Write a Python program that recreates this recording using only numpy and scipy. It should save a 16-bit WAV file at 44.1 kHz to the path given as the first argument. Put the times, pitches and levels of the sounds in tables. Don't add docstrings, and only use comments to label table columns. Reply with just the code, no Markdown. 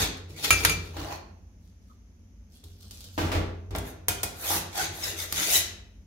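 import sys
import numpy as np
from scipy import signal
from scipy.fft import rfft, irfft, next_fast_len
from scipy.io import wavfile
from scipy.ndimage import uniform_filter1d

SR = 44100
rng = np.random.default_rng(int(sys.argv[2]) if len(sys.argv) > 2 else 0)


def materialize(psi):
    bounded = np.clip(np.atleast_2d(psi).T, -1, 1)
    quanta = np.round(bounded * 32767).astype(np.int16)
    wavfile.write(sys.argv[1], SR, quanta)


N = 267246
T = np.arange(N) / SR
AGE = T[:int(.7 * SR)]

# (peak time [s], rise [s], fall [s], rasp [dB], judder [dB])
GRATER_STROKES = [(.022, 0.27, 0.07, -25.5, -41), (.305, 0.025, 0.15, -54, -52.5),
                  (.395, .045, .06, -42.5, -55.5), (.447, .02, 0.034, -25.5, -46),
                  (.495, 0.12, 0.3, -32.5, -43.5), (.69, .1, 0.075, -30, -39.5),
                  (.86, 0.068, 0.1, -52, -50)]
# (peak time [s], rise [s], fall [s], level [dB])
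GLOVE_STROKES = [(1.66, .08, .1, -71), (1.9, .12, .08, -72), (2.55, 0.057, 0.092, -59.5),
                 (2.66, .04, 0.2, -60), (2.835, 0.075, 0.12, -54.5), (2.93, .04, .09, -50),
                 (3.04, 0.13, 0.1, -51), (3.16, 0.071, .05, -53.5)]
# (peak time [s], rise [s], fall [s], edge [dB], hiss [dB], chatter [dB])
SCRAPER_STROKES = [(3.885, 0.056, .05, -49.5, -48.5, -49), (4.545, 0.17, 0.079, -30.5, -27, -36),
                   (4.81, 0.09, 0.087, -30.5, -38, -36.5), (4.96, .06, .08, -46, -45.5, -51),
                   (5.07, 0.11, .1, -34, -38.5, -41.5), (5.215, 0.065, 0.068, -35, -37, -43),
                   (5.41, .12, 0.14, -28.5, -34.5, -40), (5.56, 0.12, 0.066, -22, -22.5, -41)]
# (time [s], crash [dB], ring [dB], boom [dB])
GRATER_HITS = [(0.5061, -12.5, -11, -19.5), (.5275, -22.5, -17, -33.5), (0.637, -43.5, -26, -54),
               (0.6495, -11, -26, -21.5), (0.696, -26, -20.5, -42), (0.718, -37.5, -29.5, -29.5)]
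# (time [s], thud [dB], t60 [s], cutoff [Hz], boom [dB])
SOFT_HITS = [(.004, -37, .3, 900, -24.5), (0.967, -35.5, 0.079, 8900, -31.5), (2.634, -58, 0.077, 890, -41),
             (3.178, -25, 0.088, 2480, -49), (3.1819, -28.5, 0.51, 15000, -25),
             (3.227, -51, 0.097, 800, -21.5), (3.317, -26, 0.25, 9900, -48), (3.35, -30, 0.22, 6930, -18),
             (3.394, -39, 0.22, 700, -39), (3.708, -46.5, 0.98, 3070, -24.5),
             (3.7505, -24, 0.039, 4000, -45), (3.758, -35.5, 0.15, 2000, -25.5)]
# (time [s], click [dB], click t60 [s], ring [dB], boom [dB])
SCRAPER_HITS = [(3.7607, -28.5, 0.03, -50, -62), (3.784, -29.5, 0.032, -62, -68),
                (4.0835, -13.5, 0.063, -30, -29), (4.2321, -18.5, 0.063, -33.5, -35),
                (4.753, -39, 0.046, -39, -62), (4.776, -24, 0.022, -44, -52),
                (5.04, -26.5, 0.027, -67, -58), (5.3251, -17, 0.021, -55, -36),
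                (5.555, -26, 0.064, -43, -46)]
# (frequency [Hz], density [dB])
STEEL_HISS = [(5000, -35), (8000, -9.5), (10000, -1), (13000, 0), (16000, -5)]
# (centre [Hz], width [Hz], lift [dB])
PLATE_RESONANCES = [(146, 15, 2), (297, 27, 3), (445, 40, 2.5), (635, 35, -2), (1080, 100, -13.5)]
# (frequency [Hz], correlation [-1..1])
STEREO_CORRELATION = [(80, 0.98), (180, 0.98), (320, 0.91), (600, 0.4), (1200, -0.015), (4000, -0.12),
                      (16000, 0)]


def amp(db):
    return 10 ** (np.asarray(db) / 20)


def unit(x):
    return x / np.sqrt(np.mean(x ** 2) + 1e-20)


def along(points, hz):
    points_hz, values = np.transpose(points)
    return np.interp(np.log(hz + 1), np.log(points_hz), values)


def filtered(x, response):
    n = x.shape[-1]
    n_fft = next_fast_len(n + 8192)
    return irfft(rfft(x, n_fft) * response(np.fft.rfftfreq(n_fft, 1 / SR)), n_fft)[..., :n]


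def add(track, time_s, sound):
    part = track[:, max(0, round(time_s * SR)):][:, :sound.shape[-1]]
    part += sound[..., :part.shape[-1]]


def panned(x, left_db):
    return x * amp([[left_db / 2], [-left_db / 2]])


def spread(pair, spectrum, peaks=()):
    def response(hz):
        angle = np.arccos(np.clip(along(STEREO_CORRELATION, hz), -1, 1)) / 2
        lift = 1 + sum(amp(db) ** 2 / (1 + (2 * (hz - centre) / width) ** 2)
                       for centre, width, db in peaks)
        return amp(along(spectrum, hz)) * np.sqrt(lift) * np.array([np.cos(angle), np.sin(angle)])
    mid, side = filtered(pair, response)
    return unit(np.array([mid + side, mid - side]))


def decay(t60_s):
    return np.exp(-np.log(1000) * AGE / np.maximum(t60_s, 1e-3)) * (1 - (AGE / AGE[-1]) ** 10)


def burst(spectrum, t60_s, peaks=()):
    return spread(rng.standard_normal((2, len(AGE))), spectrum, peaks) * decay(t60_s)


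def ring(modes, blur_hz):
    out = np.zeros((2, len(AGE)))
    for hz, db, t60_s in modes:
        skew = np.arccos(np.clip(along(STEREO_CORRELATION, hz), .2, 1)) / 2 * rng.choice([-1, 1])
        drift = np.cumsum(rng.standard_normal(len(AGE))) * np.sqrt(2 * np.pi * blur_hz / SR)
        phase = 2 * np.pi * hz * AGE + uniform_filter1d(drift, size=64)
        out += amp(db + rng.normal()) * decay(t60_s) * np.sin(phase + [[skew], [-skew]])
    return out


def friction(spectrum, slips_per_s, patchy_db, peaks=()):
    slip_s = .0008
    slips = (rng.random(N) < slips_per_s / SR) * rng.exponential(size=N)
    power = signal.lfilter([1], [1, -np.exp(-1 / (slip_s * SR))], slips)
    rub = np.sqrt(1 + power / power.mean()) * rng.standard_normal((2, N))
    bins = signal.stft(rub, nperseg=512)[2]
    patches = uniform_filter1d(rng.standard_normal(bins.shape[1:]), size=4, axis=0)
    patches = uniform_filter1d(patches, size=5, axis=1)
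    patchy_rub = signal.istft(bins * amp(patchy_db * unit(patches)))[1][:, :N]
    return spread(patchy_rub, spectrum, peaks)


def strokes(rows):
    edge_db, roundness = -23, 1.92
    power = 0
    for peak_s, rise_s, fall_s, *levels_db in rows:
        distance = np.maximum((peak_s - T) / rise_s, (T - peak_s) / fall_s)
        swell = amp(edge_db * np.minimum(distance, 10) ** roundness)
        power = power + np.outer(amp(levels_db), swell) ** 2
    return np.sqrt(power)


def background():
    # (frequency [Hz], density [dB])
    hum_spectrum = [(18, -35), (30, -18), (48, -5), (95, -1.5), (120, -29), (155, -15.5), (215, -9),
                    (320, -25), (650, -33), (1500, -46.5), (4000, -66.5)]
    air_spectrum = [(300, -5), (1200, -2.5), (2200, 0), (4300, -7.5), (6300, 4.5), (7100, -7), (8000, -22),
                    (10000, -11.5), (12000, -9), (16000, -27)]
    hum_peaks = [(54.4, 9.9, 7.1), (92, 4.0, 1.5)]  # (centre [Hz], width [Hz], lift [dB])
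    hum = amp(-51) * spread(rng.standard_normal((2, N)), hum_spectrum, hum_peaks)
    air = amp(-71.5) * spread(rng.standard_normal((2, N)), air_spectrum)
    return hum + air


def surround(x):
    # (frequency [Hz], t60 [s])
    tail_t60 = [(100, .65), (400, .74), (1500, .58), (5000, .46), (9000, .32), (15000, .27)]
    # (frequency [Hz], density [dB])
    tail_spectrum = [(100, 9), (500, -0.5), (2500, 0.0), (6500, -1.0), (8500, -2.0), (16000, -8)]
    hz, time_s, bins = signal.stft(rng.standard_normal((2, len(AGE))), SR, nperseg=256)
    fade = np.exp(-np.log(1000) * time_s / along(tail_t60, hz)[:, None])
    tail = spread(signal.istft(bins * fade, SR, nperseg=256)[1], tail_spectrum)
    tail = np.pad(tail / np.linalg.norm(tail[0]), ((0, 0), (SR // 200, 0)))
    return signal.fftconvolve(x, tail, axes=1)[:, :N]


def plate():
    # (frequency [Hz], level [dB], t60 [s])
    plate_modes = [(56, -7, 0.52), (87.54, -1.5, 0.21), (89.3, -15.5, 2), (152.8, -12.5, 0.32),
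                   (319.5, -20, 0.45), (370, -19, 0.15), (402.5, -20, 1), (458, -22, .35),
                   (490, -22.5, 0.18)]
    # (frequency [Hz], density [dB])
    drum_spectrum = [(25, -40.5), (50, -9.5), (66, -16.5), (88, 4.0), (100, -7.5), (118, -28.5),
                     (300, -55.5)]
    drum_t60_s, boom_rise_s = 2.4, .01
    drive = (amp(1) * strokes(GRATER_STROKES)[-1] + amp(5.5) * strokes(GLOVE_STROKES)[-1]
             + amp(-3) * strokes(SCRAPER_STROKES)[-1])
    pole = np.exp(-2 * np.log(1000) / (drum_t60_s * SR))
    energy = signal.lfilter([1 - pole], [1, -pole], drive ** 2)
    out = np.sqrt(energy) * spread(rng.standard_normal((2, N)), drum_spectrum)
    attack = 1 - np.exp(-AGE / boom_rise_s)
    for time_s, *_, boom_db in GRATER_HITS + SOFT_HITS + SCRAPER_HITS:
        add(out, time_s, amp(boom_db) * ring(plate_modes, blur_hz=0.86) * attack)
    return out


def squeaks():
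    # (peak time [s], pitch [Hz], level [dB], Gaussian width [s])
    catches = [(1.915, 1224, -56.5, 0.0098), (4.514, 710, -42, 0.018), (4.756, 804, -33.5, 0.0036),
               (4.802, 765, -32.5, 0.02), (4.81, 1490, -31, 0.011), (5.04, 5270, -31, 0.008),
               (5.56, 3900, -21.5, 0.008)]
    middle_s = AGE[-1] / 2
    out = np.zeros((2, N))
    for peak_s, hz, db, width_s in catches:
        noise = rng.standard_normal((2, len(AGE)))
        tone = filtered(noise, lambda f: 1 / (1 + ((f - hz) / (45 + .015 * hz)) ** 2))
        swell = np.exp(-.5 * ((AGE - middle_s) / width_s) ** 2)
        add(out, peak_s - middle_s, amp(db) * spread(tone, [(hz, 0)]) * swell)
    return out


def crackle(spectrum, snaps_per_s, t60_s):
    snaps = (rng.random(N) < snaps_per_s / SR) * rng.uniform(.2, 1, N)
    envelope = signal.fftconvolve(snaps, decay(t60_s))[:N]
    return spread(envelope * rng.standard_normal((2, N)), spectrum)


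def glove():
    # (frequency [Hz], density [dB])
    wet_spectrum = [(530, -6.5), (900, -15), (1570, -12), (2090, -17.5), (3070, -3), (4520, -1),
                    (8870, -7.5), (12100, -5.5), (16000, -11.5)]
    # (time [s], level [dB])
    squelches = [(0.1716, -45), (0.365, -47), (2.639, -46), (2.9096, -39), (3.006, -43.5), (3.0417, -42.5),
                 (3.708, -46)]
    rub = amp(-1.5) * friction(wet_spectrum, slips_per_s=560, patchy_db=4.5)
    snaps = amp(-6) * crackle(wet_spectrum, snaps_per_s=70, t60_s=0.0026)
    out = strokes(GLOVE_STROKES) * (rub + snaps)
    for time_s, db in squelches:
        add(out, time_s, amp(db) * burst(wet_spectrum, t60_s=.05))
    return out


def thumps():
    # (frequency [Hz], density [dB])
    thud_spectrum = [(60, -10), (130, -10.5), (220, -4.5), (450, -5), (650, -5), (900, -6), (1500, -9.5),
                     (3000, -13), (6000, -18.5), (8500, -24.5), (16000, -22)]
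    out = np.zeros((2, N))
    for time_s, thud_db, t60_s, cutoff_hz, _ in SOFT_HITS:
        dulled = [(hz, db - 10 * np.log10(1 + (hz / cutoff_hz) ** 2)) for hz, db in thud_spectrum]
        add(out, time_s, amp(thud_db) * burst(dulled, t60_s, PLATE_RESONANCES))
    return out


def scraper_taps():
    # (frequency [Hz], density [dB])
    click_spectrum = [(100, -1.5), (400, 6.5), (1500, -1.5), (5000, 0.5), (7000, 1), (11000, 3.5),
                      (16000, 2.5)]
    # (frequency [Hz], level [dB], t60 [s])
    blade_modes = [(733, -8.5, 0.27), (1420, -5.5, 0.19), (2450, -9, 0.27)]
    out = np.zeros((2, N))
    for time_s, click_db, t60_s, ring_db, _ in SCRAPER_HITS:
        click = amp(click_db) * burst(click_spectrum, t60_s)
        add(out, time_s, click + amp(ring_db) * ring(blade_modes, blur_hz=29.3))
    return panned(out, left_db=0.16)


def scraper_sweeps():
    # (frequency [Hz], density [dB])
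    edge_spectrum = [(300, -44), (1200, -11), (2200, -1.5), (4000, 0), (6500, -2.5), (8000, -4.5),
                     (10000, -6), (16000, -15.5)]
    chatter_spectrum = [(70, -46), (150, -0.5), (220, -10.5), (350, 4), (560, 4), (700, 0), (1100, -0.5),
                        (1800, 1), (3500, -24.5)]
    # (centre [Hz], width [Hz], lift [dB])
    edge_peaks = [(1977, 50, 4.5), (3790, 130, 3), (6140, 60, 2.5), (6030, 76, -3.5), (6470, 730, 4.5),
                  (12500, 50, 3), (12500, 55, 6)]
    chatter_peaks = [(358, 47, -4.5), (671, 50, 5.5), (830, 210, 1), (1430, 180, -0.5)]
    edge_gain, hiss_gain, chatter_gain = strokes(SCRAPER_STROKES)
    edge = edge_gain * friction(edge_spectrum, slips_per_s=710, patchy_db=3.5, peaks=edge_peaks)
    hiss = hiss_gain * friction(STEEL_HISS, slips_per_s=1100, patchy_db=1, peaks=edge_peaks)
    chatter = chatter_gain * friction(chatter_spectrum, slips_per_s=540, patchy_db=4, peaks=chatter_peaks)
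    left_db = np.interp(T, [4.55, 5.05], [-.3, 2.1])
    return (edge + hiss + chatter) * amp([left_db / 2, -left_db / 2])


def grater_clanks():
    # (frequency [Hz], density [dB])
    crash_spectrum = [(100, -24.5), (400, -3.5), (900, -1.5), (1400, 8), (4000, 3), (7000, -1), (8000, -6),
                      (11000, 1.5), (13000, -11), (16000, -12)]
    # (frequency [Hz], level [dB], t60 [s])
    wall_modes = [(1310, -10.5, 0.16), (1927, -22, .18), (2443, -14, 0.12), (2364, -2, 0.21),
                  (2380, -18, 0.61), (2616, -21.5, 0.57), (2750, -13, 0.17), (4580, -24.5, 0.075),
                  (6260, -21, 0.36), (6260, -14.5, .15), (6760, -10.5, .13), (10000, -17.5, 0.042),
                  (9350, -14.5, .1), (11970, -19, .12)]
    # (centre [Hz], width [Hz], lift [dB])
    panel_peaks = [(1300, 60, 6), (2384, 60, 7.9), (6450, 400, 5), (10200, 160, 9), (10900, 500, 27)]
    choke_s = .08
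    grip = 1 / (1 + (AGE / choke_s) ** 10)
    out = np.zeros((2, N))
    for time_s, crash_db, ring_db, _ in GRATER_HITS:
        crash = burst(crash_spectrum, t60_s=0.056) + amp(-11) * burst(crash_spectrum, t60_s=0.2)
        crack = amp(-3.5) * burst(STEEL_HISS, t60_s=0.026)
        walls = ring(wall_modes, blur_hz=10) * grip
        panels = amp(-6.5) * burst(crash_spectrum, t60_s=0.047, peaks=panel_peaks)
        add(out, time_s, amp(crash_db) * (crash + crack) + amp(ring_db) * (walls + panels))
    return panned(out, left_db=1.5)


def grating():
    # (frequency [Hz], density [dB])
    teeth_spectrum = [(200, -19.5), (450, 0), (800, -5), (1400, -4.5), (3500, 0), (6500, -3), (8000, -9),
                      (12000, -7), (16000, -12)]
    judder_spectrum = [(90, -17), (150, 6), (220, -4), (320, 0.5), (480, 0), (620, -6), (900, -13),
                       (1500, -25.5)]
    slither_spectrum = [(90, -19.5), (150, -10), (220, -16.5), (320, -1.5), (450, -7), (650, -0.5),
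                        (900, -2), (1500, -7.5), (2500, -11), (6500, -14), (8000, -24), (16000, -21.5)]
    # (centre [Hz], width [Hz], lift [dB])
    teeth_peaks = [(1400, 120, -2.5), (2450, 150, -8), (3800, 1600, -6.5), (6600, 700, -3)]
    # (peak time [s], rise [s], fall [s], level [dB])
    slides = [(.995, 0.074, .1, -38.5), (1.13, 0.16, 0.074, -39)]
    rasp_gain, judder_gain = strokes(GRATER_STROKES)
    rasp = rasp_gain * friction(teeth_spectrum, slips_per_s=910, patchy_db=3.5, peaks=teeth_peaks)
    judder = judder_gain * spread(rng.standard_normal((2, N)), judder_spectrum, PLATE_RESONANCES)
    slither = friction(slither_spectrum, slips_per_s=450, patchy_db=4, peaks=PLATE_RESONANCES)
    return panned(rasp, left_db=1) + judder + strokes(slides) * slither


def scene():
    rasp = grating()
    clanks = grater_clanks()
    hand = glove() + thumps()
    blade = scraper_sweeps() + scraper_taps()
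    catches = squeaks()
    reverb = surround(amp(-6) * rasp + amp(-13.5) * clanks + amp(-3.5) * hand + amp(-4) * blade
                      + amp(-11.5) * catches)
    return rasp + clanks + hand + blade + catches + reverb + plate() + background()


def record(dry):
    ceiling, low_hz, top_hz = .95, 36, 15750
    limited = dry / (1 + (dry / ceiling) ** 6) ** (1 / 6)

    def band(hz):
        return hz ** 3 / np.sqrt((hz ** 6 + low_hz ** 6) * (1 + (hz / top_hz) ** 260))
    return filtered(limited, band)


dry = scene()
out = record(dry)
materialize(out)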